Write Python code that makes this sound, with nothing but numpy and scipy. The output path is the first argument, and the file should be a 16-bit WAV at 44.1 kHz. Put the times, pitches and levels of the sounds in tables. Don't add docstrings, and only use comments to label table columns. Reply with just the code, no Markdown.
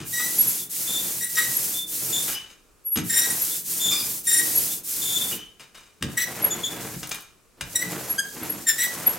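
import sys
import numpy as np
from scipy import signal
from scipy.fft import next_fast_len
from scipy.io import wavfile

SR = 44100
rng = np.random.default_rng(int(sys.argv[2]) if len(sys.argv) > 2 else 0)


def wav_record(signal):
    frames = np.transpose(np.atleast_2d(signal))
    bounded = np.clip(frames, -1, 1)
    quanta = np.round(bounded * 32767).astype(np.int16)
    wavfile.write(sys.argv[1], SR, quanta)


N = 404838
T = np.arange(N) / SR

# f/Hz, level/dB
INK_SPECTRUM = [(500, -29), (1200, -16), (2200, -11), (3500, -7.5), (5000, -3.5), (7000, 1), (9000, 2),
                (13000, 3.5), (16000, -1.5)]


def amp(db):
    return 10 ** (np.asarray(db) / 20)


def unit(x):
    return x / np.sqrt(np.mean(x ** 2))


def colour(x, points):
    hz, db = np.transpose(points)
    f = np.maximum(np.fft.rfftfreq(x.shape[-1], 1 / SR), 1)
    gain = amp(np.interp(np.log(f), np.log(hz), db))
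    return unit(np.fft.irfft(np.fft.rfft(x) * gain, x.shape[-1]))


def walk(t, rate):
    knots = rng.standard_normal(4096)
    return 1.2 * np.interp((t * rate) % 4095, np.arange(4096), knots)


def add(out, start, x):
    i = max(int(start * SR), 0)
    out[i:i + len(x)] += x[:max(N - i, 0)]


def spread(make, side_db):
    return make() + amp(side_db) * make() * np.array([[1], [-1]])


def resonate(x, hz, width_hz, db):
    return amp(db) * signal.lfilter(*signal.iirpeak(hz, hz / width_hz, SR), x)


def bench(x):
    # f/Hz, width/Hz, level/dB
    bench_modes = [(126.4, 11, 8.5), (176.5, 17, 7.5), (223, 9.1, -2), (306, 2.8, 6.5), (449.4, 10, 3)]
    return unit(x + sum(resonate(x, *mode) for mode in bench_modes))


def knocks(thud_rise_s=0.0042, thud_decay_s=0.037, clank_rise_s=0.00033):
    # t/s, clank/dB, clank decay/s, thud/dB, thud f/Hz
    contacts = [(.002, -39, 0.041, -30.5, 177), (2.28, -34.5, 0.074, -45, 300),
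                (2.501, -46.5, 0.02, -58, 287.5), (2.957, -28.5, 0.011, -25.5, 185),
                (2.971, -26.5, .017, -22.5, 185), (5.31, -40.5, .06, -35.5, 250),
                (5.596, -43, 0.033, -51, 305), (5.745, -46.5, 0.07, -66.5, 300),
                (6.009, -49, 0.01, -26.5, 90), (6.024, -25.5, 0.0099, -25, 198),
                (6.514, -50, .01, -36, 205), (6.939, -40, 0.011, -31, 138), (7.03, -31.5, 0.016, -52, 201),
                (7.111, -30, .016, -60, 200), (7.143, -41, 0.051, -53, 200), (7.609, -27, 0.0092, -34, 76),
                (7.86, -52, .01, -35, 175)]
    # f/Hz, level/dB
    clank_spectrum = [(150, -2), (500, -1.5), (1300, 7), (2500, 2.5), (5000, 1), (8000, 1), (12000, -12.5),
                      (16000, -9)]
    # f/Hz, width/Hz, level/dB
    frame_modes = [(1620, 8.6, 3.5), (2418, 49, 7), (2894, 150, 5.5), (3140, 40, -7), (3735, 17, 13),
                   (5070, 30, 8.5), (6450, 48, 8), (8540, 34, 11.5), (9450, 40, 11), (11440, 30, 18.5)]
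    clatter, thuds, t = np.zeros(N), np.zeros(N), T[:SR // 2]
    for start, clank_db, decay, thud_db, thud_hz in contacts:
        contact = np.exp(-t / decay) * (1 - np.exp(-t / clank_rise_s)) * amp(2.6 * walk(t, 300))
        clank = colour(rng.standard_normal(len(t)), clank_spectrum)
        add(clatter, start, amp(clank_db) * contact * clank)
        band = signal.butter(3, [thud_hz / 2, thud_hz * 1.82], "band", fs=SR, output="sos")
        boom = bench(signal.sosfilt(band, rng.standard_normal(len(t))))
        envelope = np.exp(-t / thud_decay_s) * (1 - np.exp(-t / thud_rise_s))
        add(thuds, start, amp(thud_db) * boom * envelope)
    return clatter + sum(resonate(clatter, *mode) for mode in frame_modes) + thuds


def snaps(rate, spread_db):
    chance, size = rng.random(N), rng.standard_normal(N)
    share = np.clip(rate / SR, 1e-4, 1)
    return (chance < share) * rng.choice([-1, 1], N) * amp(spread_db * size) / np.sqrt(share)


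def ink(strokes, spectrum, spread_db, patchy_db, side_db, thin_hz):
    speed, gain = np.zeros(N), np.zeros(N)
    for start, _, end, _, _, db, rise, fall in strokes:
        build_up = 1 - np.exp(-np.maximum(T - start, 0) / rise)
        stroke = build_up * np.tanh(np.maximum(end - T, 0) / fall / 2) ** 1.22
        speed += stroke
        gain += amp(db) * stroke
    snaps_per_s = 14000 * (.2 + speed)
    sizzle = spread(lambda: colour(snaps(snaps_per_s, spread_db), spectrum), side_db)
    body = signal.sosfilt(signal.butter(1, thin_hz, fs=SR, output="sos"), sizzle)
    return (sizzle - body * np.clip(1 - speed, 0, 1)) * gain * amp(patchy_db * walk(T, 60))


def rolling(strokes, rumble_power, crackle_power, rumble_turn_db, crackle_turn_db, settle_s, bumps_db):
    # f/Hz, level/dB
    rumble_spectrum = [(30, -36.5), (60, -14), (95, -5.5), (120, -3.5), (150, -5.5), (185, -4.5),
                       (300, 0.5), (450, -3.5), (700, -26.5), (1500, -44.5)]
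    # f/Hz, level/dB
    rubber_spectrum = [(200, -34.5), (450, -4.5), (650, -1.5), (1100, -5), (1700, -5), (2800, -9.5),
                       (6000, -20.5)]
    # f/Hz, width/Hz, level/dB
    hollow_modes = [(526, 21, 0.5), (740, 16, -10.5), (1018, 11, -11)]
    shake, press = np.zeros(N), np.zeros(N)
    for start, fastest, end, rumble_db, crackle_db, *_ in strokes:
        speed = np.sin(np.pi / 2 * np.interp(T, [start, fastest, end], [0, 1, 0]))
        contact = np.exp(-np.maximum(T - end, 0) / settle_s) * np.clip((T - start) / settle_s + 1, 0, 1)
        rumble_drive = np.hypot(speed ** rumble_power, amp(rumble_turn_db) * contact)
        crackle_drive = np.hypot(speed ** crackle_power, amp(crackle_turn_db) * contact)
        shake = np.maximum(shake, amp(rumble_db) * rumble_drive)
        press = np.maximum(press, amp(crackle_db) * crackle_drive)
    rumble = spread(lambda: bench(colour(snaps(1500, 2.1), rumble_spectrum)), side_db=-17.5)
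    crackle = spread(lambda: colour(snaps(1800, 2.1), rubber_spectrum), side_db=-18)
    crackle = unit(crackle + sum(resonate(crackle, *mode) for mode in hollow_modes))
    return amp(bumps_db * walk(T, 40)) * (rumble * shake + crackle * press)


def roller_on_slab():
    # start t/s, fastest t/s, end t/s, rumble/dB, crackle/dB, sizzle/dB, its rise/s, its fall/s
    strokes = [ (.04, .38, 0.69, -45, -46, -26, 0.082, 0.044),
               (.69, 1.03, 1.286, -45, -45.5, -27.5, 0.021, 0.038),
               (1.265, 1.53, 1.872, -45, -45.5, -26, 0.042, 0.046),
               (1.86, 2.23, 2.368, -43.5, -45, -27, 0.037, 0.017),
               (3.035, 3.3, 3.646, -45, -44, -26.5, 0.051, 0.032),
               (3.632, 3.93, 4.247, -44.5, -45.5, -27, 0.032, 0.044),
               (4.23, 4.56, 4.822, -44, -44.5, -25, 0.043, 0.042),
               (4.83, 5.28, 5.392, -44, -44.5, -27, 0.038, 0.026)]
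    sizzle = ink(strokes, INK_SPECTRUM, spread_db=2.5, patchy_db=0.76, side_db=-7.5, thin_hz=5070)
    return sizzle + rolling(strokes, rumble_power=1, crackle_power=1.24, rumble_turn_db=-10,
                            crackle_turn_db=-15.5, settle_s=0.032, bumps_db=1.3)


def axle(rows, partials, swell_db, flutter_db, mellow_db, jitter, chatter_hz, chatter_depth,
         flicker_db, scrape_db, edge_s):
    # f/Hz, level/dB
    scrape_spectrum = [(700, -31.5), (1250, -2.5), (1800, 3.5), (2600, 2.5), (3800, 5.5), (5000, -3),
                       (8000, -10), (13000, 6), (16000, 5)]
    out, grit = np.zeros(N), colour(rng.standard_normal(N), scrape_spectrum)
    for start, loudest, end, pitch_hz, glide, db, overtone_db, chatter in rows:
        t = np.arange(int(max(end - start, .01) * SR)) / SR
        along = np.linspace(-.5, .5, len(t))
        bounce = np.sin(2 * np.pi * np.cumsum(chatter_hz * (1 + 0.19 * walk(t, 150))) / SR)
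        hz = pitch_hz * (1 + glide * along) * (1 + jitter * (0.39 + chatter) * walk(t, 400))
        phase = 2 * np.pi * np.cumsum(hz) / SR + chatter_depth * chatter * bounce
        bright_db = overtone_db - mellow_db * along
        tone = sum(amp(partial_db + bright_db * (k > 1) + flicker_db * walk(t, 132)) * np.sin(k * phase)
                   for k, partial_db in partials)
        scrape = amp(scrape_db) * chatter * grit[int(start * SR):][:len(t)]
        grip = np.sin(np.pi / 2 * np.clip(np.minimum(t, t[-1] - t) / edge_s, 0, 1))
        off_peak = np.interp(start + t, [start, loudest, end], [1, 0, 1])
        swell = amp(db - swell_db * off_peak + flutter_db * walk(t, 70))
        tremor = 1 + 0.58 * chatter * bounce
        add(out, start, swell * grip * (np.sqrt(2) * tone + scrape) * tremor)
    return out


def squeaks():
    # start t/s, loudest t/s, end t/s, f/Hz, glide/share of f, level/dB, overtones/dB, chatter
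    slips = [ (.125, .225, 0.29, 1945, 0.035, -26.5, -11, 0.09),
             (.19, .205, .23, 1242, 0.014, -37.5, -4, 0.9),
             (1.205, 1.235, 1.287, 1927, 0.034, -33.5, -3, 0.46),
             (1.35, 1.385, 1.458, 1922, 0.036, -27.5, -5, 0.44),
             (1.365, 1.385, 1.42, 1263, .01, -37, -8, 0.9),
             (3.092, 3.18, 3.33, 1886, 0.036, -30.5, -2, 0.62),
             (3.905, 3.925, 4.05, 1197, 0.012, -41, 2, 0.92),
             (4.265, 4.335, 4.426, 1878, .01, -24.5, -6, .33),
             (6.169, 6.187, 6.252, 1940, 0.01, -25.5, -10, 0.6),
             (7.752, 7.762, 7.778, 1926, 0.0054, -25.5, 1, .4),
             (7.782, 7.827, 7.842, 1950, .075, -25.5, -11.5, 0.28),
             (8.179, 8.194, 8.213, 1630, 0.06, -18, -9.5, 0),
             (8.664, 8.697, 8.726, 1802, -0.022, -22.5, -5.5, 0.51),
             (8.778, 8.825, 8.87, 1941, 0.019, -23, -8.5, 0.46)]
    # multiple, level/dB
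    partials = [(1, -3), (2, -3.5), (3, -1), (4, 1.5), (5, -4), (6, -6), (7, -4), (8, -16.5)]
    fork_modes = [(7350, 50, 10), (9340, 20, 22), (1550, 69, -2.5)]  # f/Hz, width/Hz, level/dB
    push = axle(slips, partials, swell_db=6, flutter_db=2, mellow_db=5, jitter=0.017,
                chatter_hz=247.7, chatter_depth=0.14, flicker_db=4, scrape_db=2.5, edge_s=0.01)
    return push + sum(resonate(push, *mode) for mode in fork_modes)


def squeals(mode_hz=11370, waver=0.0048, gap_s=0.02):
    # t/s, half length/s, level/dB, second catch relative to the first/dB
    catches = [(0.393, 0.0072, -12.5, 1.5), (0.483, 0.013, -18.5, -15), (1.571, 0.0044, -15, -11),
               (2.87, 0.014, -25, -4), (2.934, 0.023, -20.5, -19), (3.424, 0.011, -20, -17),
               (4.561, 0.0078, -17, 3), (6.429, 0.0063, -22, 11), (8.111, .013, -20.5, -22),
               (8.435, .005, -28.5, -18), (8.504, 0.0066, -20.5, -7), (9.075, 0.0077, -9.5, -11)]
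    out = np.zeros(N)
    for centre, half, db, second_db in catches:
        t = np.arange(-3 * half, gap_s + 3 * half, 1 / SR)
        envelope = np.exp(-(t / half) ** 2) + amp(second_db) * np.exp(-((t - gap_s) / half) ** 2)
        phase = 2 * np.pi * np.cumsum(mode_hz * (1 + waver * walk(t - t[0], 300))) / SR
        add(out, centre + t[0], amp(db) * envelope * np.sqrt(2) * np.sin(phase))
    return out


def whistles():
    # start t/s, loudest t/s, end t/s, f/Hz, glide/share of f, level/dB, overtones/dB, chatter
    slips = [ (.58, .6, 0.64, 3520, 0.01, -41, -8, .7), (.87, .955, 1.022, 3550, 0.016, -30, -4, 0.33),
             (1.735, 1.77, 1.86, 3540, 0.0084, -32.5, -14, 0),
             (2.124, 2.15, 2.222, 3540, .012, -26, -2, 0.28),
             (2.322, 2.36, 2.412, 2980, .045, -34, -14, .5),
             (2.338, 2.35, 2.363, 5075, .012, -36, -17, .25),
             (3.505, 3.53, 3.56, 3540, 0.036, -36, -15, 0.4),
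             (3.795, 3.87, 3.97, 3535, 0.018, -23.5, -4.5, 0.28),
             (3.912, 3.93, 4.07, 5070, -0.023, -34.5, -19, 0.15),
             (4.69, 4.72, 4.75, 3560, 0.047, -42, -12, 0.5),
             (5.013, 5.16, 5.245, 3525, -0.0042, -27, -5.5, 0.39),
             (5.148, 5.17, 5.19, 3510, 0.016, -24, -3, 0),
             (5.32, 5.33, 5.352, 2900, -0.0073, -29.5, -17, 0.5),
             (5.365, 5.41, 5.48, 3040, -.006, -41, -15, 0.34),
             (6.503, 6.512, 6.55, 3460, -.008, -33, 8.5, 0.26),
             (6.63, 6.642, 6.688, 3458, .016, -26.5, -2.5, .35)]
    # multiple, level/dB
    partials = [(1, 0), (2, -1), (3, -46.5)]
    return axle(slips, partials, swell_db=8, flutter_db=1.5, mellow_db=4.5, jitter=0.014,
                chatter_hz=284, chatter_depth=0.65, flicker_db=2.5, scrape_db=-17.5, edge_s=0.009)


def roller_on_block():
    # start t/s, fastest t/s, end t/s, rumble/dB, crackle/dB, sizzle/dB, its rise/s, its fall/s
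    strokes = [ (6.08, 6.51, 6.79, -40, -37, -39, 0.088, 0.078),
               (6.6, 6.76, 7.085, -39, -38.5, -39, 0.084, .036),
               (7.63, 8.02, 8.29, -40.5, -38.5, -35.5, 0.15, 0.093),
               (8.24, 8.45, 8.8, -39.5, -40, -39.5, 0.039, 0.077),
               (8.7, 9.06, 9.41, -42, -37.5, -35.5, 0.061, 0.18)]
    # f/Hz, level/dB
    spectrum = [(500, -30.5), (1200, -25), (2200, -11.5), (4000, -1), (7000, 5), (10000, 3), (13000, 4),
                (16000, -1)]
    sizzle = ink(strokes, spectrum, spread_db=5.5, patchy_db=1.6, side_db=-6, thin_hz=2000)
    return sizzle + rolling(strokes, rumble_power=2.4, crackle_power=2.74, rumble_turn_db=-11,
                            crackle_turn_db=-12.5, settle_s=0.066, bumps_db=2)


def threads(decay_s=0.0064):
    # t/s, level/dB
    ticks = [(7.072, -31), (7.093, -29), (7.124, -33), (7.145, -32), (7.155, -33), (7.206, -40),
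             (7.221, -42)]
    out, t = np.zeros(N), T[:SR // 20]
    for start, db in ticks:
        tick = colour(rng.standard_normal(len(t)), INK_SPECTRUM)
        add(out, start, amp(db) * np.exp(-t / decay_s) * tick)
    return out


def glance(x, db, above_hz):
    bright = signal.sosfilt(signal.butter(2, above_hz, "high", fs=SR, output="sos"), x)
    turned = signal.hilbert(bright, next_fast_len(N))[:N].imag
    return x + amp(db) * turned * np.array([[1], [-1]])


def workshop(x, side_db, gap_s=0.0071, t60_s=0.43, treble_t60_s=0.21):
    t = T[:int(.8 * SR)]
    noise = spread(lambda: rng.standard_normal(len(t)), side_db)
    low = signal.sosfilt(signal.butter(1, 4000, fs=SR, output="sos"), noise)
    tail = low * amp(-60 * t / t60_s) + (noise - low) * amp(-60 * t / treble_t60_s)
    tail = unit(tail * (t > gap_s)) / np.sqrt(len(t))
    return signal.fftconvolve(x[None], tail, axes=1)[:, :N]


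def room_tone():
    # f/Hz, level/dB
    spectrum = [(15, -29.5), (25, -3), (46, -6), (69, -13.5), (281, -16), (410, -14), (482, -16),
                (523, -18.5), (895, -25), (1170, -19), (1950, -28.5), (2420, -24.5), (3170, -30.5),
                (8350, -27.5), (15500, -34.5)]
    return amp(-60.5) * spread(lambda: colour(rng.standard_normal(N), spectrum), side_db=-5)


def scene():
    roller = roller_on_slab() + roller_on_block()
    metal = amp(-0.5) * squeaks() + whistles() + amp(-1) * squeals()
    hits = knocks() + threads()
    near = roller + glance(metal + hits, db=-11.5, above_hz=2260)
    echoes = workshop(amp(-7) * metal + amp(-6) * hits + amp(-9.5) * roller.mean(axis=0), side_db=-5)
    return near + echoes + room_tone()


def record(dry, top_hz=16050):
    return signal.sosfilt(signal.ellip(12, .1, 80, top_hz, fs=SR, output="sos"), dry)


dry = scene()
out = record(dry)
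wav_record(out)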